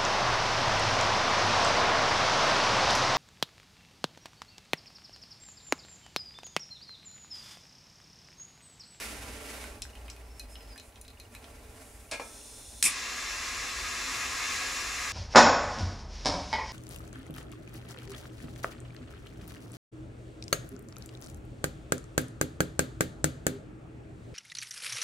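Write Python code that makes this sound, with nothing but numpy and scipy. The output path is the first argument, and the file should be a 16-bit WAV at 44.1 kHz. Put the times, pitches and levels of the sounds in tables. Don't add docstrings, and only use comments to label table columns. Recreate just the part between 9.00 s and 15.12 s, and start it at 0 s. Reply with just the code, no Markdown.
import sys
import numpy as np
from scipy import signal
from scipy.fft import rfft, irfft, next_fast_len
from scipy.io import wavfile
from scipy.ndimage import uniform_filter1d

SR = 44100
rng = np.random.default_rng(int(sys.argv[2]) if len(sys.argv) > 2 else 0)


def wrap_up_sound(samples):
    columns = np.atleast_2d(samples).T
    tamed = np.clip(columns, -1, 1)
    steps = np.round(tamed * 32767).astype(np.int16)
    wavfile.write(sys.argv[1], SR, steps)


def invert_db(x):
    u = np.asarray(x, float) / 20
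    return 10 ** u


N = 269936
T = np.arange(N) / SR
HZ = np.maximum(np.fft.rfftfreq(next_fast_len(N, real=True), 1 / SR), 1)

# time_s, level_db
TRAFFIC = [
    (0, -51.5),
    (1.7, -54.5),
    (2.1, -52),
    (3.0, -53),
    (3.4, -56.5),
    (3.9, -53),
    (5.3, -50.5),
    (5.85, -48),
    (6.12, -49.5),
]
# time_s, above_rest_db
HAND = [(0, 18.5), (.27, 12), (.63, 13.5), (.75, 8), (.83, 1.5), (1.0, 2), (1.45, 0), (1.68, 2), (1.82, 0),
        (2.03, -2.5), (2.3, -0.5), (2.5, 2.5), (2.95, 1.5), (3.08, -0.5), (3.3, 1.5), (3.8, -1.5)]
# rest_db, slope_db_per_db, max_growth_db
RUSTLE = [
    (-58, 1.07, 9.5),
    (-63, 1.15, 25),
    (-67.5, 1.17, 25),
]
# freq_hz, level_db
AROUND_COLOUR = [(12, -45), (20, -14.5), (55, -4.5), (127, -14.5), (146, -27), (255, -16.5), (377, -21),
                 (574, -19), (1150, -27), (2300, -26), (3160, -31.5), (4180, -31.5), (4940, -29.5),
                 (9950, -21), (16000, -36.5)]
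PING_FRAMES = [7, 8, 12, 13, 14, 22, 23, 24, 25, 54, 56, 77, 85, 91]
# start_s, length_s, first_hz, last_hz, level_db
SQUEAK = [(1.06, .03, 4900, 5150, -74), (1.22, 0.049, 5150, 5250, -81), (1.285, .045, 5450, 5260, -72),
          (1.333, 0.061, 5270, 5370, -71), (1.413, .045, 4980, 4850, -74), (1.492, 0.082, 5110, 5190, -68),
          (1.59, 0.04, 5160, 5000, -70), (1.642, 0.029, 5040, 5300, -71), (1.685, .06, 5200, 4850, -68),
          (1.75, .03, 4880, 4900, -69), (1.07, .05, 11800, 13300, -80), (1.57, .09, 13050, 12900, -81)]
# start_s, peak_db, centre_hz, ring_db
TICKS = [(0.6405, -28.5, 1620, -15), (0.82, -21, 5600, -14), (0.852, -35, 1500, -15),
         (0.9003, -40, 4110, -12), (0.9526, -37, 3040, -11), (1.0814, -35.5, 2470, -18),
         (1.1003, -27.5, 5650, -24), (1.1638, -42, 2500, -6), (1.3956, -26.5, 4240, -0.5),
         (1.4546, -47, 2010, -12), (1.555, -35.5, 2950, -21), (1.607, -42.5, 2980, -14),
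         (1.6294, -46, 5040, -14), (1.6754, -46, 5190, -17), (1.759, -38, 1800, -11),
         (1.7777, -32.5, 4120, -6), (1.798, -35.5, 4140, -14), (1.923, -45, 2970, -12),
         (1.9581, -41, 3440, -16), (2.013, -35, 9800, -4), (2.0494, -44, 3980, -13), (2.08, -37, 4140, -11),
         (2.103, -44, 4140, -9.5), (2.1994, -34, 4120, -6.5), (2.341, -42, 1790, -8),
         (2.35, -31.5, 2430, -8.5), (2.4264, -45, 2460, -8), (2.4418, -39, 3560, -18)]
# freq_hz, level_db, t60_s
SHELL = [(2500, -7.5, 0.032), (4120, -6.5, 0.04), (5870, -8.5, 0.028), (7160, -14, .03), (9900, -2, 0.025)]
# start_s, peak_db, rattle_t60_s, treble_db, bass_db
CAP = [
    (3.113, -20.5, 0.12, -9, -21),
    (3.121, -28, 0.11, -16, -6),
    (3.134, -27.5, 0.1, -15, -13),
    (3.147, -34.5, 0.27, -14, -14),
    (3.197, -28, 0.14, -16, -3.5),
]
# freq_hz, level_db, t60_s
CAN = [(586, 1, .18), (900, -1.5, 1), (1295, 1, 0.67), (1650, 12, 0.24), (2143, -6, 0.46),
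       (2340, -12, 0.25), (2410, 1, 0.27), (2750, -8, 0.23), (3418, -13, 0.34), (4340, -11, .25),
       (4400, -6, 0.092), (5577, -15, .3)]
# freq_hz, level_db
CAP_COLOUR = [(88, -41), (150, -16), (662, 1), (745, -13), (854, -3), (1870, -11.5), (2360, 2),
              (3100, -13.5), (4320, -15), (9440, -19.5), (16000, -55)]
# middle_s, half_length_s, level_db
WISPS = [
    (1.396, 0.032, -63),
    (1.525, 0.033, -58),
    (1.623, .02, -73),
    (1.86, 0.046, -62),
    (2.35, .03, -62),
    (2.89, 0.087, -60),
    (3.05, 0.061, -65),
]
# freq_hz, level_db
WISP_COLOUR = [(4500, -22), (7000, -9), (9500, -5), (11500, -11), (15000, -30)]
# freq_hz, level_db
GAS_COLOUR = [(2000, -24), (2700, -8), (3150, -13), (3540, 3), (3830, -9), (4090, -1), (4700, -8),
              (5400, 0), (7200, 0), (7650, -5), (8300, 2), (9700, 2), (10900, -3), (11300, -10)]
# start_s, peak_db, throat_db, t60_s
SPUTTER = [
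    (3.8262, -1, -12.5, 0.05),
    (3.8394, -2.5, -9, 0.062),
    (3.8528, -8, -6, 0.057),
    (3.8598, -20, 7, 0.06),
    (3.87, -17, 0, 0.053),
]
# time_s, level_db
CATCH = [
    (3.828, -35),
    (3.86, -19),
    (3.934, -48),
    (4.0, -46),
]
# freq_hz, level_db
CATCH_COLOUR = [(530, -56), (900, -23), (1120, -27), (1530, -23.5), (1720, -21), (2300, -2), (3910, -20),
                (5220, -9), (6640, -11.5), (7960, -3.5), (9420, -0.5), (14200, -28), (16000, -54)]
# time_s, flow_db
FLAME = [
    (3.89, 1.5),
    (4.2, 1.27),
    (5.0, 2.5),
    (5.09, 4),
    (5.37, 3.5),
    (5.5, 4.5),
    (5.84, 3.5),
    (6.12, 3),
]
# level_db, slope_db_per_flow_db, flare_db, dip_db
JETS = [
    (-41, 1.04, 6, -4),
    (-42.5, .75, 2.5, 0.5),
    (-53.5, 1.11, 19, -20),
]
# freq_hz, level_db
FLAME_COLOUR = [(120, -29), (240, -11), (440, -13), (730, -12.5), (930, -10), (1100, -1), (1500, -7.5),
                (2060, -1), (3150, -11), (7200, -6.5), (7700, -10), (9700, -20), (13500, -25.5),
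                (16000, -41)]
# freq_hz, width_hz, boost_db
RINGS = [(1100, 120, 2), (1246, 14, 6), (1540, 40, 1.5), (1657, 38, 8), (1766, 22, 8), (2144, 59, 3.5),
         (2290, 48, -1.5), (2643, 170, 6), (3550, 79, 7.5), (4120, 170, 4.5), (5270, 200, 3.5),
         (5900, 160, 2), (7670, 110, -9), (10750, 880, 7.5)]
# freq_hz, side_minus_mid_db
SIDE_NEAR = [(60, -34), (110, -6), (200, -16), (380, -16), (700, -9.5), (1290, -14.5), (2380, -6.5),
             (4400, -9), (8120, -13), (15000, -18)]
# freq_hz, side_minus_mid_db
SIDE_FAR = [(60, -44), (110, -5), (200, -19), (380, -13), (700, -9.5), (1290, -3.5), (2380, -3.5),
            (4400, -6), (8120, -5), (15000, -27)]
# freq_hz, side_minus_mid_db
SIDE_SPARK = [(60, -26), (110, -19), (200, -27), (380, -19), (700, -12), (1290, -12), (2380, -8),
              (4400, -9), (8120, -11), (15000, -25)]

ROOM_T60_S, ROOM_DB = 0.19, -7
DRONE_HZ, DRONE_DB, DRONE_STOPS_S, DRONE_SAG_HZ, DRONE_SAG_S = 61, -48, 1.72, 8.7, 0.26
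HAND_PAN_DB, BUSY_PAN_DB = -1.5, -1
LEAK_S, LEAK_RISE_S, LEAK_DB = 2.37, 0.6, 5.5
FRAME_S, FIRST_STEP_S = 0.04, 0.012
PING_DB, PING_HZ, PING_SAG_HZ_PER_S = -51.5, 2940, 48
EDGE_TRIM_DB = 5
GRIP_PAN_DB, LID_PAN_DB, LID_ABOVE_HZ = -2.2, 1.2, 3750
CRACK_DB = -10
SEEP_FROM_S, SEEP_TO_S, SEEP_DB, SEEP_GROWTH_DB = 3.22, 3.815, -51.5, 2.5
FLARE_S, SETTLE_S, FLAME_PAN_DB = 0.0083, 0.054, 0.8
TOP_HZ, PREAMP_DB = 15700, -70


def unit(x):
    return x / np.sqrt(np.mean(x ** 2))


def noise():
    return rng.standard_normal(N)


def sieve(x, gain):
    size = next_fast_len(N, real=True)
    return irfft(rfft(x, size) * gain, size)[:N]


def shape(x, points):
    hz, db = np.transpose(points)
    return sieve(x, invert_db(np.interp(np.log(HZ), np.log(hz), db)))


def split(x, edges_hz):
    lows = [1 / (1 + (HZ / edge) ** 6) for edge in edges_hz] + [1]
    return [sieve(x, high - low) for low, high in zip([0] + lows, lows)]


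def curves(rows, fade=0.01):
    s, *columns = np.transpose(rows)
    gate = np.clip(np.minimum(T - s[0], s[-1] - T) / fade + 1, 0, 1)
    return [gate] + [np.interp(T, s, column) for column in columns]


def walk(rate):
    k = int(SR / rate)
    held = np.repeat(rng.standard_normal(N // k + 1), k)
    return uniform_filter1d(uniform_filter1d(held, k), k)[:N]


def fall(t60, seconds=0.41):
    t = np.arange(int(seconds * SR)) / SR
    return t, np.exp(-np.log(1000) * t / max(t60, 0.003))


def ring(modes, seconds=0.41):
    out = 0
    for hz, db, t60 in modes:
        t, env = fall(t60, seconds)
        env = env * np.minimum(t * hz / 2, 1)
        strength = invert_db(db + 3.8 * rng.standard_normal())
        out = out + strength * env * np.sin(2 * np.pi * (hz * t + rng.random()))
    return out


def burst(low_hz, high_hz, t60):
    t, env = fall(t60)
    band = signal.butter(3, [low_hz, min(high_hz, 14000)], "bandpass", fs=SR, output="sos")
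    y = signal.sosfilt(band, env * rng.standard_normal(len(t)))
    return y / np.abs(y).max()


def add(track, s, sound, db):
    i = int(s * SR)
    track[..., i:i + sound.shape[-1]] += sound * invert_db(db) / np.abs(sound).max()


def pan(db):
    return invert_db(np.array([[db], [-db]]) / 2)


def room(x, side_colour, wet_db=ROOM_DB):
    t, env = fall(ROOM_T60_S)
    tails = env * np.minimum(t / 0.0038, 1) * rng.standard_normal((2, len(t)))
    tails /= np.sqrt(np.sum(tails ** 2, axis=1, keepdims=True))
    wet, side = signal.fftconvolve(x[None], tails, axes=1)[:, :N]
    mid = (x + invert_db(wet_db) * wet) / np.sqrt(1 + invert_db(2 * wet_db))
    side = shape(side, side_colour)
    return np.array([mid + side, mid - side])


def drone():
    gate, db = curves([(0, DRONE_DB), (DRONE_STOPS_S, DRONE_DB)], fade=0.04)
    sag_hz = DRONE_SAG_HZ * np.exp(np.minimum(T - DRONE_STOPS_S, 0) / DRONE_SAG_S)
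    hz = DRONE_HZ * (1 + 0.054 * walk(8.7)) - sag_hz
    return gate * invert_db(db + 2.5 * walk(12)) * np.sin(2 * np.pi * np.cumsum(hz) / SR)


def surroundings():
    _, rumble_db = curves(TRAFFIC)
    _, busy = curves(HAND)
    air = shape(noise(), AROUND_COLOUR)
    edges_hz = [150, 1300, 5200]

    boom = 1 + 0.42 / (1 + ((HZ - 55) / 12) ** 2)
    rumble = unit(sieve(split(air, edges_hz)[0], boom)) * invert_db(rumble_db + 2.3 * walk(6.1))

    rustle_db = [rest_db + np.minimum(slope * busy, most_db) for rest_db, slope, most_db in RUSTLE]
    rustle_db[-1] += LEAK_DB * np.clip((T - LEAK_S) / LEAK_RISE_S, 0, 1)
    left, right = (split(ear, edges_hz)[1:] for ear in room(air, SIDE_FAR))
    grain_db = 1.66 * walk(60)
    rustle = 0
    for a, b, db in zip(left, right, rustle_db):
        rustle = rustle + unit(np.array([a, b])) * invert_db(db + 0.29 * walk(16) + grain_db)
    pan_db = HAND_PAN_DB + BUSY_PAN_DB * np.clip(busy / 10, 0, 1)
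    return rumble + rustle * invert_db(np.array([pan_db, -pan_db]) / 2)


def lens():
    out = np.zeros(N)
    step_modes = [(2500, 3, 0.022), (2850, 0, 0.022), (1900, -11, 0.015)]  # freq_hz, level_db, t60_s
    for s in np.arange(FIRST_STEP_S, N / SR - 0.4, FRAME_S):
        add(out, s, ring(step_modes), -60 + 3 * rng.standard_normal())
    for frame in PING_FRAMES:
        s = FIRST_STEP_S + frame * FRAME_S
        hz = PING_HZ - PING_SAG_HZ_PER_S * s
        t, env = fall(0.023)
        ping = env * np.minimum(t / 0.0019, 1) * np.sin(2 * np.pi * hz * t)
        add(out, s, ping, PING_DB + rng.standard_normal())
    return out


def squeak():
    out = 0
    for s, length, first_hz, last_hz, db in SQUEAK:
        gate, hz = curves([(s, first_hz), (s + length, last_hz)])
        hz = hz * (1 + 0.006 * walk(45))
        out = out + gate * invert_db(db + 7.5 + 3.6 * walk(50.1)) * np.sin(2 * np.pi * np.cumsum(hz) / SR)
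    return out


def ticks():
    out = np.zeros((2, N))
    for s, db, hz, ring_db in TICKS:
        edge_db = ring_db - EDGE_TRIM_DB + 13
        snap = burst(hz / 2.48, hz * 1.51, 0.014) + invert_db(edge_db) * burst(5900, 12300, 0.0072)
        tail = 0.35 * burst(hz / 1.14, hz * 1.047, 0.042)
        rings = 0
        for f, mode_db, t60 in SHELL:
            mode_db = mode_db - 10 * abs(np.log2(f / hz))
            rings = rings + invert_db(mode_db) * burst(f / 1.02, f * 1.02, t60)
        pan_db = LID_PAN_DB if hz > LID_ABOVE_HZ else GRIP_PAN_DB
        add(out, s, (snap + tail + invert_db(ring_db + 4.5) * rings) * pan(pan_db), db)
    return out


def cap():
    dull, middle, bright, steel = np.zeros((4, N))
    for s, db, t60, treble_db, bass_db in CAP:
        add(dull, s, fall(t60)[1], db + bass_db - 5)
        add(middle, s, fall(t60)[1], db - 23.5)
        add(bright, s, fall(0.88 * t60)[1], db + treble_db - 5)
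        modes = [(hz * twin, mode_db + bass_db * (hz < 1700), mode_t60)
                 for hz, mode_db, mode_t60 in CAN for twin in (1, 1.017)]
        add(steel, s, burst(700, 2900, 0.012), db + CRACK_DB + bass_db / 2)
        add(steel, s, ring(modes, seconds=0.45), db - 9.5)
    bands = split(shape(noise(), CAP_COLOUR), [1700, 3100])
    return steel + sum(env * unit(band) for env, band in zip((dull, middle, bright), bands))


def gas():
    gate, db = curves([(SEEP_FROM_S, SEEP_DB), (SEEP_TO_S, SEEP_DB + SEEP_GROWTH_DB)], fade=0.035)
    seep = gate * invert_db(db + 1.2 * walk(20)) * unit(shape(noise(), GAS_COLOUR + [(16000, -21)]))
    wisps = sum(invert_db(db) * np.exp(-((T - s) / half) ** 4) for s, half, db in WISPS)
    return seep + wisps * unit(shape(noise(), WISP_COLOUR))


def ignition():
    throat, bright = split(unit(shape(noise(), CATCH_COLOUR)), [4200])
    low_env, high_env, spark = np.zeros((3, N))
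    for s, db, throat_db, t60 in SPUTTER:
        add(high_env, s, fall(t60)[1], db - 18)
        add(low_env, s, fall(t60)[1], db + throat_db - 15.5)
    gate, db = curves(CATCH, fade=0.00055)
    high_env += gate * invert_db(db - 8.5 + 3 * walk(200))
    add(spark, SPUTTER[0][0], burst(1900, 11500, 0.022), -10)
    puff = burst(120, 340, 0.21) * np.minimum(fall(1)[0] / 0.014, 1)
    add(spark, 3.832, puff, -38)
    return high_env * unit(bright) + low_env * unit(throat) + spark


def flame():
    gate, flow = curves(FLAME, fade=0.064)
    lit_s = np.maximum(T - FLAME[0][0], 0)
    flare, dip = np.exp(-lit_s / FLARE_S), np.exp(-lit_s / SETTLE_S)
    boost = 1 + sum((invert_db(db) - 1) / (1 + (2 * (HZ - hz) / width) ** 2) for hz, width, db in RINGS)
    jet = sieve(shape(noise(), FLAME_COLOUR), boost)
    flutter_db = 0.45 * walk(30)
    out = 0
    for band, (db, slope, flare_db, dip_db) in zip(split(jet, [3050, 7700]), JETS):
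        band_db = db + slope * flow + flare_db * flare + dip_db * dip
        out = out + unit(band) * invert_db(band_db + flutter_db + 0.31 * walk(9.2))
    return gate * out


def scene():
    around = drone() + surroundings() + lens()
    left, right = ticks()
    handling = room((left + right) / 2 + cap() + squeak() + gas(), SIDE_NEAR)
    handling += np.array([left - right, right - left]) / 2
    jets = room(flame(), SIDE_NEAR, wet_db=-6) * pan(FLAME_PAN_DB)
    return around + handling + room(ignition(), SIDE_SPARK) + jets


def top_cut(x):
    return signal.sosfilt(signal.butter(12, 16510, fs=SR, output="sos"), x)


def record(dry):
    hiss = invert_db(PREAMP_DB) * unit(np.diff(rng.standard_normal(N + 1)))
    low_pass = signal.ellip(10, 0.2, 60, TOP_HZ, fs=SR, output="sos")
    mix = signal.sosfilt(low_pass, dry + hiss)
    return top_cut(mix)


dry = scene()
out = record(dry)
wrap_up_sound(out)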